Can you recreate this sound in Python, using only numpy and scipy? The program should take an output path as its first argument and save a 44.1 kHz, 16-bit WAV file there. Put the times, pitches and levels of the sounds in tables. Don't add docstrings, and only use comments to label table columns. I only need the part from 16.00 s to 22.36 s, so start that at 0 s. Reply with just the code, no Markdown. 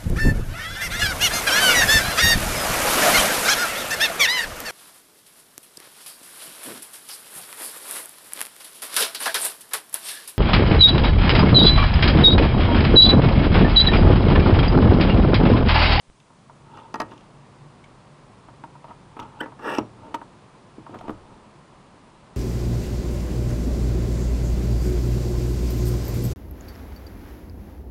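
import sys
import numpy as np
from scipy import signal
from scipy.fft import rfft, irfft, next_fast_len
from scipy.io import wavfile
from scipy.ndimage import uniform_filter1d

SR = 44100
rng = np.random.default_rng(int(sys.argv[2]) if len(sys.argv) > 2 else 0)


def store_wav(level_fs):
    pcm = np.round(np.clip(np.atleast_2d(level_fs), -1, 1) * 32767)
    wavfile.write(sys.argv[1], SR, pcm.T.astype(np.int16))


N = 280507
TIME_S = np.arange(N) / SR
RING_S = TIME_S[:SR // 4]
RELEASE_S, STOP_S = 3.413, 3.7875


def from_db(db):
    return np.exp(np.log(10) / 20 * np.asarray(db))


def unit_rms(x):
    return x / np.sqrt(np.mean(x ** 2) + 1e-20)


def unit_attack(x):
    return x / np.sqrt(uniform_filter1d(x ** 2, size=176).max() + 1e-20)


def curves(rows):
    times_s, *columns = np.transpose(rows)
    return [np.interp(TIME_S, np.sort(times_s), column) for column in columns]


def cut(x, hz, kind, order=2):
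    return signal.sosfilt(signal.butter(order, hz, kind, fs=SR, output="sos"), x + 1e-18)


def add(out, start_s, sound):
    at = max(round(start_s * SR), 0)
    out[at:at + len(sound)] += sound[:N - at]


def swells(rows, rise_share=0.45, depth_db=30):
    out = np.zeros(N)
    for peak_s, length_s, db in rows:
        near = slice(*np.searchsorted(TIME_S, [peak_s - length_s, peak_s + length_s]))
        offset_s = TIME_S[near] - peak_s
        distance = np.maximum(-offset_s / rise_share, offset_s / (1 - rise_share)) / length_s
        out[near] += from_db(db - depth_db * distance)
    return out


def gate(start_s, end_s, ramp_s=0.0052):
    return np.clip(np.minimum(TIME_S - start_s, end_s - TIME_S) / ramp_s, 0, 1)


def noise(spectrum, size):
    hz, db = np.transpose(spectrum)
    padded = next_fast_len(size, True)
    bins_hz = np.maximum(np.fft.rfftfreq(padded, 1 / SR), 1)
    gain = from_db(np.interp(np.log(bins_hz), np.log(hz), db))
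    return unit_rms(irfft(rfft(rng.standard_normal(padded)) * gain, padded)[:size])


def resonate(x, bands):
    out = 0
    for k, (hz, width_hz, db) in enumerate(bands):
        b, a = signal.iirpeak(hz, hz / width_hz, fs=SR)
        drive = np.roll(x, k * SR // 7)
        out = out + from_db(db) * signal.lfilter(b, a, signal.lfilter(b, a, drive))
    return unit_rms(out)


def ring(modes, spread_db=2.0, rise_s=0.000067):
    hz, db, t60_s = np.transpose(modes)[:, :, None]
    strength_db = db + spread_db * rng.standard_normal(db.shape)
    signs = (-1) ** np.arange(len(modes))
    swing = signs @ (from_db(strength_db - 60 * RING_S / t60_s) * np.sin(2 * np.pi * hz * RING_S))
    return unit_attack(swing * (1 - np.exp(-RING_S / rise_s)))


def friction(slips_per_s, spread_db):
    sizes = from_db(spread_db * np.minimum(rng.exponential(1, N), 4)) * rng.choice([-1, 1], N)
    return sizes * (rng.random(N) < slips_per_s / SR)


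# f/Hz, density/dB
AIR_SPECTRUM = [(15, -55), (25, -8), (43, -7.5), (71, -9.5), (134, -11), (152, -11.5), (169, -4), (200, -3),
                (300, -9.5), (355, -8), (430, -11), (831, -12.5), (1030, -9.5), (1510, -20.5),
                (4000, -30.5), (5200, -34.5), (8800, -120)]
HISS_SPECTRUM = [(1000, 1.5), (3000, -1.5), (5000, -4), (7000, -4.5), (10000, -5.5), (10800, -28.5),
                 (12000, -73)]
# f/Hz, width/Hz, level/dB
DRONE_BANDS = [(125, 56, -4), (143.8, 6.1, 4.5)]
# peak t/s, length/s, level/dB
PUFF_SWELLS = [(0.1, 0.13, -50), (3.24, 0.27, -57), (5.13, 0.5, -41.5)]

def background(drone_hold_s=3.1, drone_fade_db_per_s=2.5):
    fade_in_db = -14.5 * np.exp(-TIME_S / 0.35)
    ebb_db = drone_fade_db_per_s * np.maximum(TIME_S - drone_hold_s, 0)
    air = from_db(-51 + fade_in_db) * noise(AIR_SPECTRUM, N)
    drone = from_db(-53 + fade_in_db - ebb_db) * resonate(rng.standard_normal(N), DRONE_BANDS)
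    puffs = swells(PUFF_SWELLS) * unit_rms(cut(rng.standard_normal(N), 55, "low"))
    hiss = from_db(-64) * noise(HISS_SPECTRUM, N)
    return air + drone + puffs + hiss


def pop(start_s=0.0995, t60_s=0.014):
    out = np.zeros(N)
    add(out, start_s, from_db(-36 - 60 * RING_S / t60_s))
    return cut(out, 4000, "low")


# delay/s, level/dB
ROOM_ECHOES = [(.0052, -25), (.0093, -13.5), (0.018, -37.5)]

def room(x, t60_s=0.12, build_s=0.032, tail_db=-11.5, cutoff_hz=1950):
    tail = rng.standard_normal(len(RING_S)) * from_db(-60 * RING_S / t60_s)
    tail *= 1 - np.exp(-RING_S / build_s)
    response = from_db(tail_db) * tail / np.linalg.norm(tail)
    for delay_s, db in ROOM_ECHOES:
        add(response, delay_s, from_db([db]))
    return x + signal.fftconvolve(x, cut(response, cutoff_hz, "low"))[:N]


# peak t/s, length/s, level/dB, wood re metal/dB
RUB_SWELLS = [(0.772, 0.48, -43, -7.5), (1.036, 0.78, -50, 4), (2.9, 0.14, -45.5, -2),
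              (3.223, 0.28, -40, -4.5), (3.382, 0.38, -47.5, -6.5), (4.061, 0.61, -48, 4),
              (4.943, 0.29, -47.5, 5), (5.063, 0.39, -45.5, -0.5), (5.32, 0.82, -57.5, 6)]
# t/s, level/dB
DOOR_SHUDDERS = [(3.2, -54), (3.81, -32), (5.106, -45)]
# f/Hz, width/Hz, level/dB
METAL_BANDS = [(901, 110, 4), (1268, 250, -7), (2800, 1100, -23.5)]
WOOD_BANDS = [(99, 71, 1), (273, 193, 0.5), (444, 440, -6)]

def handling(shudder_t60_s=0.2):
    metal_gain = swells([(s, length_s, db) for s, length_s, db, _ in RUB_SWELLS])
    wood_gain = swells([(s, length_s, db + wood_db) for s, length_s, db, wood_db in RUB_SWELLS])
    for start_s, db in DOOR_SHUDDERS:
        add(wood_gain, start_s, from_db(db - 60 * TIME_S[:SR] / shudder_t60_s))
    metal = resonate(friction(slips_per_s=1200, spread_db=3.5), METAL_BANDS)
    wood = resonate(friction(slips_per_s=700, spread_db=1.5), WOOD_BANDS)
    return metal_gain * metal + wood_gain * wood


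# peak t/s, length/s, level/dB
DRAG_SWELLS = [(0.78, 0.29, -55.5), (1.12, 0.063, -52), (1.18, 0.15, -60)]
# f/Hz, width/Hz, level/dB
DRAG_BANDS = [(2780, 490, 1), (3450, 410, 1), (5740, 840, -19)]

def shackle_drag():
    return swells(DRAG_SWELLS) * resonate(friction(slips_per_s=840, spread_db=6.0), DRAG_BANDS)


# t/s, level/dB
JINGLE_TICKS = [(0.2014, -52.5), (1.1109, -50), (1.1374, -53), (1.1784, -49), (1.2087, -52), (1.842, -51),
                (3.198, -37.5), (3.228, -47), (4.145, -30.5), (4.9882, -45.5)]
# f/Hz, density/dB
JINGLE_SPECTRUM = [(1000, -15), (2200, 0), (2700, 8), (3500, 4.5), (4400, -15), (5700, -2), (8000, -17),
                   (12000, -45)]
# f/Hz, level/dB, t60/s
PING_MODES = [(2220, -4, 0.027), (2350, -9, 0.048)]

def loose_steel(trim_db=-2, t60_s=0.029, ping_s=1.841):
    out = np.zeros(N)
    for start_s, db in JINGLE_TICKS:
        rattle = noise(JINGLE_SPECTRUM, len(RING_S)) * from_db(-60 * RING_S / t60_s)
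        add(out, start_s, from_db(db + trim_db) * unit_attack(rattle))
    add(out, ping_s, from_db(-47.5) * ring(PING_MODES))
    return out


# f/Hz, density/dB
CRACK_SPECTRUM = [(300, -10), (700, 12.5), (1200, 14.5), (1900, -11.5), (2900, -11.5), (4300, -23.5),
                  (5600, -26.5), (7000, -29), (9500, -31), (14000, -37)]
# f/Hz, level/dB, t60/s
BOARD_MODES = [(216, -4, 0.028), (315.4, 5, 0.023), (329.8, -10.5, 0.1), (438, -13.5, 0.078),
               (592, -23, 0.038)]
LEAF_MODES = [(99, -11, 0.099), (115.8, -10, 0.68), (137, 1, 0.21)]

def blows(hits, modes, *, crack_db, crack_t60_s, ring_db, thud_db, thud_hz, leaf_db,
          click_db, click_db_per_db, bounce_s, bounce_loss_db):
    split_hz, rise_s, firm_force_db, bounce_dulling_db = 2300, 0.00044, -30, 2
    out = np.zeros(N)
    burst = from_db(-60 * RING_S / crack_t60_s) * (1 - np.exp(-RING_S / rise_s))
    for start_s, force_db, door_db in hits:
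        treble_db = click_db + click_db_per_db * (force_db - firm_force_db)
        boards = cut(cut(ring(BOARD_MODES), 170, "high"), thud_hz, "low", order=4)
        thud = unit_attack(boards) + from_db(leaf_db) * ring(LEAF_MODES)
        for bounce in range(2):
            steel = ring(modes)
            steel += from_db(crack_db) * unit_attack(noise(CRACK_SPECTRUM, len(RING_S)) * burst)
            body = from_db(ring_db) * unit_attack(cut(steel, split_hz, "low", order=4))
            click = unit_attack(cut(steel, split_hz, "high", order=4))
            click *= from_db(treble_db - bounce * bounce_dulling_db)
            contact = body + click + from_db(door_db + thud_db) * thud
            add(out, start_s + bounce * bounce_s, from_db(force_db - bounce * bounce_loss_db) * contact)
    return out


# t/s, force/dB, thud trim/dB
HANDLE_KNOCKS = [(4.7815, -52, 18.5), (4.893, -45, 7), (4.9435, -35.5, -9), (4.9565, -42.5, 9.5),
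                 (5.0096, -37.5, -12), (5.081, -32, 3), (5.0945, -29, 4.5)]
# f/Hz, level/dB, t60/s
HANDLE_MODES = [(403, -13, 0.068), (680, 7, 0.048), (750, -3, 0.045), (844, -3, 0.051), (950, -8, 0.045),
                (1270, -5, 0.055), (2540, -28, 0.025), (3380, -22, 0.026)]

def handle():
    return blows(HANDLE_KNOCKS, HANDLE_MODES, crack_db=2.0, crack_t60_s=0.041, ring_db=0,
                 thud_db=-0.5, thud_hz=433, leaf_db=-17,
                 click_db=-16.5, click_db_per_db=0.043, bounce_s=0.0095, bounce_loss_db=17)


# t/s, force/dB, thud trim/dB
PADLOCK_KNOCKS = [(0.773, -35.5, -10.5), (0.9415, -23, -7), (0.9985, -34, -11), (1.0014, -19, -10.5),
                  (1.1165, -38.5, -4.5)]
# f/Hz, level/dB, t60/s
PADLOCK_MODES = [(760, -16, 0.055), (887, 10.5, 0.07), (930, 2, 0.068), (1070, 5, 0.027), (1230, 7, 0.037),
                 (1328, -4, 0.062), (1700, -6, 0.043), (1870, -6.5, 0.079), (2590, -30, .05),
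                 (3400, -23, 0.035), (4080, -14, 0.031), (4880, -4, 0.012), (5400, -19.5, 0.015),
                 (6030, -7.5, 0.012)]

def padlock():
    return blows(PADLOCK_KNOCKS, PADLOCK_MODES, crack_db=2.0, crack_t60_s=0.037, ring_db=-2.5,
                 thud_db=0.5, thud_hz=690, leaf_db=-27,
                 click_db=-16, click_db_per_db=0.4, bounce_s=0.0155, bounce_loss_db=5.5)


# t/s, force/dB, thud trim/dB
HASP_TAPS = [(0.3028, -50, -3), (0.4965, -42.5, -25), (2.485, -43.5, 2), (2.638, -34.5, 0),
             (2.7527, -43, -18), (2.8428, -38, -5), (2.8824, -45, -15), (2.9094, -39.5, -11),
             (3.1668, -37.5, 0), (3.192, -31, -3), (3.459, -36.5, 3), (3.4816, -44.5, 2),
             (3.5205, -42.5, -14), (4.1425, -28, -3), (4.1457, -26, -2), (4.2155, -36, 0),
             (4.865, -38, -20)]
# f/Hz, level/dB, t60/s
HASP_MODES = [(630, -3, 0.038), (922.8, 11.5, 0.072), (1167, -1.5, 0.013), (1301, 0.5, 0.029),
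              (1260, -37, 0.062), (2440, -19.5, 0.032), (2790, -19.5, 0.014), (3320, -35, 0.1),
              (5200, -41, .025), (8060, -31.5, 0.038)]

def hasp():
    return blows(HASP_TAPS, HASP_MODES, crack_db=-1.5, crack_t60_s=0.035, ring_db=0.5,
                 thud_db=-5.0, thud_hz=710, leaf_db=-17,
                 click_db=-12.5, click_db_per_db=0.92, bounce_s=0.0072, bounce_loss_db=8)


# f/Hz, level/dB, t60/s
BARREL_MODES = [(1455, -16, 0.081), (1734, 3, 0.062), (1980, -11, 0.19)]
ROD_MODES = [(2700, -1, 0.2), (5640, -2, 0.3)]

def bolt_ring():
    out = np.zeros(N)
    add(out, RELEASE_S, from_db(-29.5) * ring(BARREL_MODES))
    add(out, STOP_S, from_db(-59) * ring(ROD_MODES))
    return out


# t/s, f/Hz, level/dB
SQUEAK_CURVE = [(3.392, 1370, -72), (3.402, 1350, -43), (3.408, 1570, -25.5), (3.412, 1500, -29),
                (3.417, 1800, -52), (3.425, 1640, -66)]
# order, level/dB
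SQUEAK_HARMONICS = [(1, 2.5), (2, -2.5), (3, -24)]
# f/Hz, width/Hz, level/dB
SINGING_BANDS = [(7960, 310, 2), (9700, 490, -12), (13000, 960, -11)]

def bolt_squeak(jitter=0.0195, singing_db=-20):
    hz, level_db = curves(SQUEAK_CURVE)
    waver = unit_rms(cut(rng.standard_normal(N), 410, "low"))
    phase = 2 * np.pi * np.cumsum(hz * (1 + jitter * waver)) / SR
    tone = unit_rms(sum(from_db(db) * np.sin(order * phase) for order, db in SQUEAK_HARMONICS))
    singing = from_db(singing_db) * resonate(rng.standard_normal(N), SINGING_BANDS)
    active = (TIME_S > SQUEAK_CURVE[0][0]) & (TIME_S < SQUEAK_CURVE[-1][0])
    return from_db(level_db) * (tone + singing) * active


# t/s, level/dB
STROKE_CURVE = [(3.585, -53), (3.591, -50), (3.643, -33), (3.691, -25), (3.778, -32)]
# f/Hz, width/Hz, level/dB
GRIND_BANDS = [(129, 66, -18), (299, 100, 3.5), (394, 29, 1), (475, 93, 4.5), (604, 34, -1),
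               (886, 170, 2.5), (1168, 140, -3), (1374, 190, -2.5), (1706, 145, -7), (1700, 170, -7),
               (1862, 135, -7.5)]
CHATTER_BANDS = [(2380, 180, -3), (2743, 280, 2), (3300, 880, -13), (5400, 1070, -15.5), (8170, 730, -18),
                 (9570, 890, -23.5), (12500, 1300, -27)]

def bolt_slide(shove_s=3.405, shove_length_s=0.045, snag_s=3.75, snag_length_s=0.021, bite_db_per_s=40):
    start_s = STROKE_CURVE[0][0]
    shove = from_db(-35.5) * gate(shove_s, shove_s + shove_length_s)
    stroke = from_db(curves(STROKE_CURVE)[0]) * gate(start_s, STOP_S)
    motion = shove + stroke
    bite = from_db(-18 + bite_db_per_s * (np.clip(TIME_S, start_s, STOP_S) - start_s))
    snag = swells([(snag_s, snag_length_s, -35)])
    grind = resonate(friction(slips_per_s=3300, spread_db=4.0), GRIND_BANDS)
    chatter = resonate(friction(slips_per_s=950, spread_db=2.5), CHATTER_BANDS)
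    return motion * grind + (motion * bite + snag) * chatter


# t/s, force/dB, thud trim/dB
BOLT_KNOCKS = [(3.41, -35.5, 4.5), (3.5935, -41, -5), (3.7843, -21, 4), (3.8025, -52, 20.5)]
# f/Hz, level/dB, t60/s
BOLT_MODES = [(750, 3.5, 0.039), (826, 8.5, 0.058), (972, 0, 0.072), (1194, 3.5, 0.053), (1440, -18, 0.029),
              (1780, -17, .03), (2740, -1.5, 0.015), (2930, -17, 0.044), (5000, -12, 0.0086),
              (5590, -2.5, 0.011)]

def bolt_knocks():
    return blows(BOLT_KNOCKS, BOLT_MODES, crack_db=-1.0, crack_t60_s=0.034, ring_db=0,
                 thud_db=1.5, thud_hz=800, leaf_db=-24.5,
                 click_db=-11.5, click_db_per_db=0.46, bounce_s=0.0033, bounce_loss_db=7.0)


def scene():
    knocks = padlock() + hasp() + bolt_knocks() + handle()
    light_steel = shackle_drag() + loose_steel()
    bolt = bolt_ring() + bolt_slide() + bolt_squeak()
    door = knocks + light_steel + bolt + handling()
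    return (room(door) + pop() + background())[None]


def record(dry):
    return signal.sosfilt(signal.ellip(10, 0.2, 70, 14200, fs=SR, output="sos"), dry)


dry = scene()
out = record(dry)
store_wav(out)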